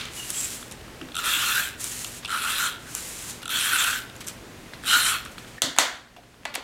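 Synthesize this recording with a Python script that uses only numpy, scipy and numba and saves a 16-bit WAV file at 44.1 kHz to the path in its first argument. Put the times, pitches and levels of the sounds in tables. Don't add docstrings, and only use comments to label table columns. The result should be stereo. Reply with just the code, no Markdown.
import sys
import numpy as np
from scipy import signal
from scipy.fft import rfft, irfft, next_fast_len
from scipy.io import wavfile
from scipy.ndimage import uniform_filter1d
from numba import njit

SR = 44100
rng = np.random.default_rng(int(sys.argv[2]) if len(sys.argv) > 2 else 0)


def magnitude_from_level(level_db):
    exponent = np.asarray(level_db, float) / 20
    return 10 ** exponent


def unload_wav(signal):
    wavfile.write(
        sys.argv[1],
        SR,
        np.round(np.clip(np.atleast_2d(signal).T, -1, 1) * 32767).astype(np.int16),
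    )


N = 292427
TIME_S = np.arange(N) / SR

# (time [s], drag level [dB])
STROKES = [
    [(1.19, -31), (1.202, -30.5), (1.222, -34), (1.26, -26.5), (1.604, -27), (1.692, -36), (1.77, -56)],
    [(2.28, -39), (2.34, -29.5), (2.406, -33), (2.496, -27), (2.53, -29), (2.656, -26.5), (2.77, -49)],
    [(3.5, -32.5), (3.508, -29), (3.576, -25.5), (3.708, -26.5), (3.846, -22.5), (3.852, -25.5),
     (3.96, -30.5), (4.08, -53)],
    [(4.83, -44), (4.88, -25.5), (4.964, -22.5), (5.036, -26), (5.066, -23), (5.146, -28.5), (5.24, -49)],
]
# (time [s], peak [dB])
FIRST_TEETH = [(1.152, -18.5), (1.165, -14), (1.176, -17), (1.183, -18), (1.19, -20), (1.2, -28),
               (2.277, -26), (2.293, -28), (2.303, -21), (2.315, -17.5), (3.429, -23), (3.455, -18.5),
               (3.478, -18), (3.492, -19), (3.502, -24.5), (3.509, -32)]
# (time [s], length [s], boost [dB], cavity frequency [Hz])
BOOMS = [(1.19, .03, 5, 1330), (1.235, 0.027, 1, 1280), (1.31, 0.092, 2.5, 1450), (1.49, .04, 2, 1366),
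         (1.585, 0.052, 7, 1550), (2.345, 0.11, 7.5, 1360), (2.455, 0.064, 3, 1370), (2.65, 0.083, 2, 1417),
         (3.6, 0.035, 0, 1510), (3.735, 0.038, 4, 1460), (3.89, 0.055, 4, 1430), (3.96, 0.028, 4.5, 1550),
         (4.06, 0.04, 0, 1570), (4.95, 0.051, 6, 1443), (5.14, 0.048, 3, 1355)]
# (frequency [Hz], width [Hz], level [dB])
SHELL_MODES = [(2510, 1060, -9), (2724, 293, 0), (2995, 320, -3), (3328, 383, 0), (3734, 600, -5),
               (4260, 254, -3.5), (4750, 1640, -14)]
# (frequency [Hz], width [Hz], level [dB])
PEEL_MODES = [(5650, 890, -1.5), (7450, 1160, 4.5), (9480, 1670, 3.5), (13000, 2300, -2)]
# (frequency [Hz], width [Hz], level [dB])
CRACK_MODES = [(5150, 970, -2.5), (7260, 3400, 1.5), (9640, 2400, 2.5), (12640, 3600, -4.5)]
# (time [s], peak [dB], voice [0 cavity, 1 shell, 2 crack])
TICKS = [(0.012, -26, 0.79), (0.054, -26, 1.6), (0.342, -27, 1.5), (0.453, -31, 1.7), (0.627, -31, 0.39),
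         (0.712, -30.5, 1.8), (0.809, -40, 0.54), (0.88, -41.5, 0.1), (1.013, -26.5, 0.47),
         (1.086, -34, .3), (1.118, -37, 1.1), (1.144, -30, 0.88), (2.045, -18.5, 1.84),
         (2.248, -21.5, 1.05), (2.256, -24, 1.4), (2.866, -38, .1), (4.097, -37, 1.2), (4.206, -32, 1.8),
         (4.295, -32, 1.8), (4.735, -29, 0.1), (4.837, -34, .1), (5.251, -29.5, 2.1), (5.26, -28.5, 0.088),
         (5.381, -26.5, 0.43), (5.446, -38, .3), (6.164, -38.5, 0.34), (6.235, -45, 0.44),
         (6.342, -45, 0.25)]
# (time [s], peak [dB])
SNAPS = [
    (0.303, -15),
    (0.722, -29),
    (1.842, -16),
    (2.95, -17),
    (3.841, -18),
    (4.164, -34),
    (4.268, -28),
    (4.272, -25),
    (4.279, -26),
    (4.284, -23),
]
# (level [dB]) in cavity, shell, crack
SNAP_MIX_DB = [-20, -20.5, 0.]
# (level [dB]) in cavity, shell, peel
TOOTH_MIX_DB = [-14.5, -10.5, -10.5]
# (time [s], rub level [dB])
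TURNS = [
    [(.108, -57), (.162, -38), (.2, -40.5), (.3, -37.5), (.412, -34), (.452, -34.5), (.488, -39),
     (.55, -37.5), (.705, -55.5)],
    [(1.772, -60), (1.806, -36.5), (1.84, -35.5), (1.9, -35.5), (1.984, -35.5), (2.02, -38), (2.06, -41),
     (2.188, -44.5), (2.22, -60)],
    [(2.79, -57), (2.862, -51), (2.942, -41.5), (2.98, -38), (3.134, -40.5), (3.2, -41), (3.302, -39.5),
     (3.36, -49.5), (3.408, -55)],
]
# (peak time [s], length [s], hiss [dB], sheet body [dB])
BRUSHES = [(0.0, 0.064, -41.5, -31), (0.066, 0.063, -62, -44), (2.233, 0.033, -54, -40.5),
           (4.155, .03, -57, -51), (4.211, 0.025, -44.5, -40), (4.244, 0.021, -50, -48),
           (4.282, 0.044, -39, -40), (5.255, 0.042, -49, -45), (5.318, 0.03, -51, -60),
           (5.385, 0.078, -52, -49), (5.48, 0.11, -54.5, -53)]
# (start [s], end [s], start [Hz], end [Hz], width [Hz], level [dB])
SQUEAKS = [
    (0.16, 0.277, 2930, 2760, 45, -40.5),
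    (0.32, 0.49, 7700, 7500, 400, -32.5),
    (0.333, .4, 3170, 3370, 100, -45),
    (0.417, 0.475, 2600, 2480, 200, -45),
    (2.85, 2.91, 1560, 1480, 220, -49),
    (2.93, 2.998, 1480, 1400, 220, -47),
    (4.13, 4.17, 1500, 1480, 200, -51),
]
# (frequency [Hz], density [dB/Hz])
SLIDE_HISS = [(2350, -74), (4000, -13.5), (7150, 3), (10300, -1), (15300, -11.5), (16200, -27),
              (16500, -43)]
# (frequency [Hz], density [dB/Hz])
SLIDE_BODY = [(530, -28), (900, -13), (960, -8), (1310, -3.5), (3230, -1.5), (3780, -3), (5000, -10),
              (6500, -17.5), (11000, -120)]
# (time [s], peak [dB], voice [0 low, 1 mid, 2 bright])
SCUFFS = [
    (0.713, -26, 1.95),
    (3.417, -25, 1),
    (4.272, -34, 1.4),
    (4.735, -29, 0.7),
    (6.163, -36, 0.59),
    (6.539, -18.5, 0.8),
]
# (time [s], peak [dB])
FLAPS = [
    (6.168, -42),
    (6.183, -42),
    (6.455, -37.5),
    (6.543, -39),
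    (6.56, -33),
    (6.574, -33),
    (6.598, -40),
]
# (time [s], peak [dB])
LANDING = [
    (5.6195, 0.5),
]
# (level [dB]) in table, low, mid, crack
LANDING_MIX_DB = [-22.5, -15, -10, -6.5]
# (time [s], peak [dB], voice [0 table, 1 low, 2 mid, 3 crack])
KNOCKS = [
    (5.764, -22.5, 1.7),
    (5.778, -19, 0.93),
    (5.786, 2.5, 2.28),
]
# (level [dB]) in table, low, mid, crack
KNOCK_MIX_DB = [-5, -0.3, -7.5, 0.3]
# (time [s], peak [dB], voice [0 table, 1 low, 2 mid, 3 crack])
EDGE_TAPS = [
    (6.433, -43, .9),
    (6.453, -14, 1.5),
    (6.4565, -16, 1.33),
    (6.5529, -15.5, 2.64),
    (6.5565, -12.5, 1.58),
]
# (level [dB]) in table, low, mid, crack
EDGE_MIX_DB = [-5, -0.1, -6, -2]
# (frequency [Hz], width [Hz], level [dB])
KNOCK_MODES = [
    [(266, 72, -3), (582, 235, 4.5)],
    [(768, 440, 1.5), (1280, 870, 2), (1980, 950, 2.5), (2600, 800, -1)],
    [(3470, 560, 7.5), (4510, 550, 6.5)],
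    [(6720, 2600, 4), (7700, 2720, 4.5), (10680, 3400, -7.5)],
]
# (time [s], peak [dB])
THUMPS = [
    (1.011, -28),
    (1.359, -39),
    (3.719, -36.5),
    (4.959, -35.5),
    (5.629, -30),
    (5.66, -32),
    (5.79, -34.5),
    (6.179, -57),
    (6.574, -39.5),
]
# (frequency [Hz], T60 [s])
ROOM_T60 = [(300, 0.49), (1500, 0.49), (4000, 0.42), (9000, 0.11), (15000, 0.36)]
# (frequency [Hz], density [dB/Hz])
AIR = [(18, -16), (25, -3), (50, 3.5), (100, 2), (200, 0.5), (310, 0), (500, -3.5), (1000, -8.5),
       (2000, -9), (4000, -15.5), (8000, -19.5), (13000, -25.5), (16500, -32)]
# (frequency [Hz], side minus mid [dB])
AIR_SIDE = [(25, -10), (60, -9), (125, -1), (300, 1.5), (700, 1), (1300, -1), (2400, -11.5), (8000, -6.5),
            (16000, -5)]
# (frequency [Hz], level [dB])
HUM = [(120, -59), (241, -59)]

FULL_DRAG_DB, TEETH_HZ, TEETH_SPAN_DB, SLOWEST_SHARE = -26, 484.2, 12, 0.25
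CAVITY_WIDTH_HZ, BOOM_WIDTH_HZ = 270, 133
CAVITY_DB, RASP_DB, SEAM_DB, GRIP_DB = -6, -14, -6, 2.5
PEEL_DB, PEEL_DB_PER_DRAG_DB = -4, 0.21
SHEET_DB, SHEET_DB_PER_RUB_DB, FIRM_RUB_DB = -43, 0.79, -36
BRUSH_RISE_SHARE, BRUSH_FALL_DB = 0.27, 15.5
OPEN_DB, DUCK_S, DUCK_DB, RECOVER_DB_PER_S = 1.24, 5.593, -10, 2.5
AIR_DB, AIR_SWELL_DB = -45.5, 0.7


def level(x, db):
    return x * magnitude_from_level(db) / np.sqrt(np.mean(x ** 2))


@njit
def svf(x, hz, width_hz):
    y, band, low = np.empty(len(x)), 0., 0.
    for i in range(len(x)):
        g, k = np.pi * hz[i] / SR, width_hz / hz[i]
        g = g + g ** 3 / 3 + 2 * g ** 5 / 15
        v = (band + g * (x[i] - low)) / (1 + g * (g + k))
        band, low, y[i] = 2 * v - band, low + 2 * g * v, k * v
    return y


def walk(rate_hz):
    hold = int(SR / rate_hz)
    return 1.1 * uniform_filter1d(np.repeat(rng.standard_normal(N // hold + 1), hold), hold)[:N]


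def ring(x, modes, patchy_db=0):
    out = 0
    for k, (hz, width_hz, db) in enumerate(modes):
        grip_db = patchy_db * walk(22) if patchy_db else 0
        mode = signal.lfilter(*signal.iirpeak(hz, hz / width_hz, SR), x)
        out = out + (-1) ** k * magnitude_from_level(db + grip_db) * mode
    return out


def colour(x, spectrum):
    hz, db = np.transpose(spectrum)
    size = next_fast_len(len(x))
    log_hz = np.log(np.arange(size // 2 + 1) * SR / size + 1)
    gain_db = np.interp(log_hz, np.log(hz), db, left=-90, right=-90)
    return irfft(rfft(x, size) * magnitude_from_level(gain_db), size)[:len(x)]


def spans(tables):
    rows = []
    for table in tables:
        rows += [(table[0][0] - 0.012, -90), *table, (table[-1][0] + 0.014, -90)]
    return np.interp(TIME_S, *np.transpose(rows))


def voiced(events, mix_db, fall_db=0):
    bodies = np.arange(len(mix_db))
    return [(s, db, *(np.array(mix_db) - fall_db * np.abs(bodies - sum(voice)))) for s, db, *voice in events]


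def blows(events, bodies, contact_s, gain_db, rise_s=0.00011, rough=1, order=1, size=2048):
    out, t = np.zeros(N + size), np.arange(size) / SR
    shape = np.exp(-t / contact_s) * np.minimum((t + 1 / SR) / rise_s, 1)
    pushes = (rough * rng.standard_normal((len(events), size)) + 1 - rough) * shape
    for k, modes in enumerate(bodies):
        sounds = ring(pushes, modes)
        if order == 2:
            sounds = ring(sounds, modes)
        for row, sound in zip(events, sounds):
            peak = magnitude_from_level(row[1] + row[2 + k] + gain_db)
            out[int(row[0] * SR):][:size] += sound * peak / np.max(np.abs(sound))
    return out[:N]


def runner():
    drag_db = spans(STROKES)
    speed = np.clip(1 + (drag_db - FULL_DRAG_DB) / TEETH_SPAN_DB, SLOWEST_SHARE, 1)
    tooth_count = np.cumsum(TEETH_HZ * speed * (1 + 0.28 * walk(90))) / SR
    teeth = np.diff(np.floor(tooth_count), prepend=0) > 0
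    teeth = teeth * magnitude_from_level(1.43 * rng.standard_normal(N)) / np.sqrt(speed)
    snap = level(signal.lfilter([1], [1, -np.exp(-1 / (0.00029 * SR))], teeth), 0)
    low, mid, high = (snap + magnitude_from_level(2.0 + 0.51 * walk(40))) * rng.standard_normal((3, N))

    cavity_hz = np.interp(TIME_S, *np.transpose(BOOMS)[[0, 3]])
    cavity = level(svf(svf(low, cavity_hz, 1. * CAVITY_WIDTH_HZ), cavity_hz, 1150.0), 0)
    seam = ring(low, [(1450, 330, 4.5), (1330, 17, -24), (1715, 16, 14.0)], patchy_db=GRIP_DB)
    cavity = level(cavity + level(seam, SEAM_DB), 0)
    boom_db = sum(boost_db * np.exp(-(2 * (TIME_S - s) / length_s) ** 2) for s, length_s, boost_db, _ in BOOMS)
    boom = level(svf(svf(low, cavity_hz, 1. * BOOM_WIDTH_HZ), cavity_hz, 450.0), 0)
    boom = boom * np.sqrt(magnitude_from_level(2 * boom_db) - 1)

    rasp = level(ring(mid, [(1920, 730, 4), (5220, 1900, 0.5), (14400, 2100, -8)]), RASP_DB)
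    shell_band = signal.butter(1, [1900, 5000], "band", fs=SR, output="sos")
    shell = level(signal.sosfilt(shell_band, ring(mid, SHELL_MODES, patchy_db=GRIP_DB)), -3)
    peel_db = PEEL_DB + PEEL_DB_PER_DRAG_DB * (drag_db - FULL_DRAG_DB)
    peel = magnitude_from_level(peel_db) * level(ring(high, PEEL_MODES, patchy_db=2.5), 0)
    return magnitude_from_level(drag_db) * (magnitude_from_level(CAVITY_DB) * (cavity + boom) + rasp + shell + peel)


def housing_taps():
    clicks = voiced(TICKS, [0., 0., 0.], fall_db=10.5) + voiced(SNAPS, SNAP_MIX_DB)
    click_bodies = [[(1330, 860, 23), (1900, 390, -20)], SHELL_MODES, CRACK_MODES]
    out = blows(clicks, click_bodies, contact_s=0.001, gain_db=4.5, order=2)
    tooth_bodies = [[(1360, 180, 0)], SHELL_MODES, PEEL_MODES]
    out += blows(voiced(FIRST_TEETH, TOOTH_MIX_DB), tooth_bodies, contact_s=0.0023, gain_db=4,
                 rise_s=0.0005, order=2)
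    return out + blows([(5.580, -29.5, 0.0081)], [[(1850, 410, 0)]], contact_s=0.0033, gain_db=-1.0,
                       rise_s=0.002, order=2)


def knocks():
    drops = voiced(LANDING, LANDING_MIX_DB) + voiced(KNOCKS, KNOCK_MIX_DB, fall_db=6)
    edges = voiced(EDGE_TAPS, EDGE_MIX_DB, fall_db=7.0)
    crack = blows(drops + edges, KNOCK_MODES, contact_s=0.00062, gain_db=3)
    rattle = blows(drops + edges, KNOCK_MODES, contact_s=0.0049, gain_db=-8.5)
    clean = dict(contact_s=1 / SR, rise_s=1 / SR, rough=0)
    radiated = blows(drops, KNOCK_MODES, gain_db=5, **clean) + blows(edges, KNOCK_MODES, gain_db=-1, **clean)
    return crack + rattle, radiated


def card_rub():
    rub_db = spans(TURNS)
    hiss = magnitude_from_level(rub_db)
    body = (rub_db > -85) * magnitude_from_level(SHEET_DB + SHEET_DB_PER_RUB_DB * (rub_db - FIRM_RUB_DB))
    for s, length_s, hiss_db, body_db in BRUSHES:
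        away_s = np.maximum(TIME_S - s, (s - TIME_S) / BRUSH_RISE_SHARE)
        touch = magnitude_from_level(-BRUSH_FALL_DB * away_s / length_s)
        hiss = hiss + magnitude_from_level(hiss_db) * touch
        body = body + magnitude_from_level(body_db) * touch
    grains = rng.standard_normal(N) * magnitude_from_level(2.4 * rng.exponential(size=N) + 1.16 * walk(60))
    out = hiss * level(colour(grains, SLIDE_HISS), 0.5) + body * level(colour(grains, SLIDE_BODY), 0.5)
    for start_s, end_s, from_hz, to_hz, width_hz, squeak_db in SQUEAKS:
        along = np.clip((TIME_S - start_s) / (end_s - start_s), 0, 1)
        whistle = svf(grains, from_hz + (to_hz - from_hz) * along, 1. * width_hz)
        out += np.sin(np.pi * along) * level(whistle, squeak_db)
    return out


def card_taps():
    scuffs = voiced(SCUFFS, [-1.5, -0.4, -1.5], fall_db=4)
    out = blows(scuffs, [KNOCK_MODES[1], SHELL_MODES, CRACK_MODES], contact_s=0.017, gain_db=-8,
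                rise_s=0.0018, size=4096)
    return out + blows(voiced(FLAPS, [0]), [[(550, 370, 0), (820, 300, -1.5)]], contact_s=0.0085, gain_db=0.5,
                       rise_s=0.0018, order=2)


def table_thumps():
    table = [[(68.4, 42, -5), (146, 61, -4.5), (260, 59, 0.5), (364, 134, -3.5)]]
    return blows(voiced(THUMPS, [0]), table, contact_s=0.018, gain_db=0, rise_s=0.0015, order=2, size=8192)


def room(x):
    t = np.arange(SR // 2) / SR
    hz, t60_s = np.transpose(ROOM_T60)
    echoes = []
    for _ in range(2):
        tail = 0
        for centre_hz in 180 * 2 ** np.arange(0, 6.6, 0.5):
            band = ring(rng.standard_normal(len(t)), [(centre_hz, centre_hz / 3.8, 0)])
            tail = tail + band * magnitude_from_level(-60 * t / np.interp(centre_hz, hz, t60_s))
        onset = np.minimum(t / 0.008, 1)
        echoes.append(signal.oaconvolve(x, tail * onset / np.sqrt(np.sum(tail ** 2)))[:N])
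    mid, side = echoes
    return mid + magnitude_from_level(-17.5) * side * np.array([[1], [-1]])


def air():
    mid, side = (colour(rng.standard_normal(N), AIR) for _ in range(2))
    side = colour(side, [(20, AIR_SIDE[0][1]), *AIR_SIDE, (20000, AIR_SIDE[-1][1])])
    hum = 0
    for hz, db in HUM:
        swell = magnitude_from_level(db + 2 * walk(6)) * np.sqrt(2)
        hum = hum + swell * np.sin(2 * np.pi * hz * TIME_S + 0.5 * walk(3.5))
    scale = magnitude_from_level(AIR_DB + AIR_SWELL_DB * walk(2.86)) / np.std(mid)
    return scale * (mid + side * np.array([[1], [-1]])) + hum


def scene():
    near = runner() + housing_taps() + card_rub() + card_taps() + table_thumps()
    direct, radiated = knocks()
    pan = magnitude_from_level(np.array([[-0.2], [0.2]]))
    ducked = np.clip((TIME_S - DUCK_S) / 0.01 + 0.5, 0, 1)
    recovering_db = DUCK_DB + RECOVER_DB_PER_S * (TIME_S - DUCK_S)
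    gain_db = OPEN_DB + ducked * (recovering_db - OPEN_DB)
    return pan * (near + direct) + room(magnitude_from_level(-9.5) * near + radiated) + air() * magnitude_from_level(gain_db)


def band_limit(x):
    return signal.sosfilt(signal.butter(12, 17020, fs=SR, output="sos"), x)


def record(dry):
    top_cut = signal.ellip(10, 0.2, 70, 16300, fs=SR, output="sos")
    mix = np.clip(signal.sosfilt(top_cut, np.clip(dry, -1.1, 1.1)), -1, 1)
    return band_limit(mix)


dry = scene()
out = record(dry)
unload_wav(out)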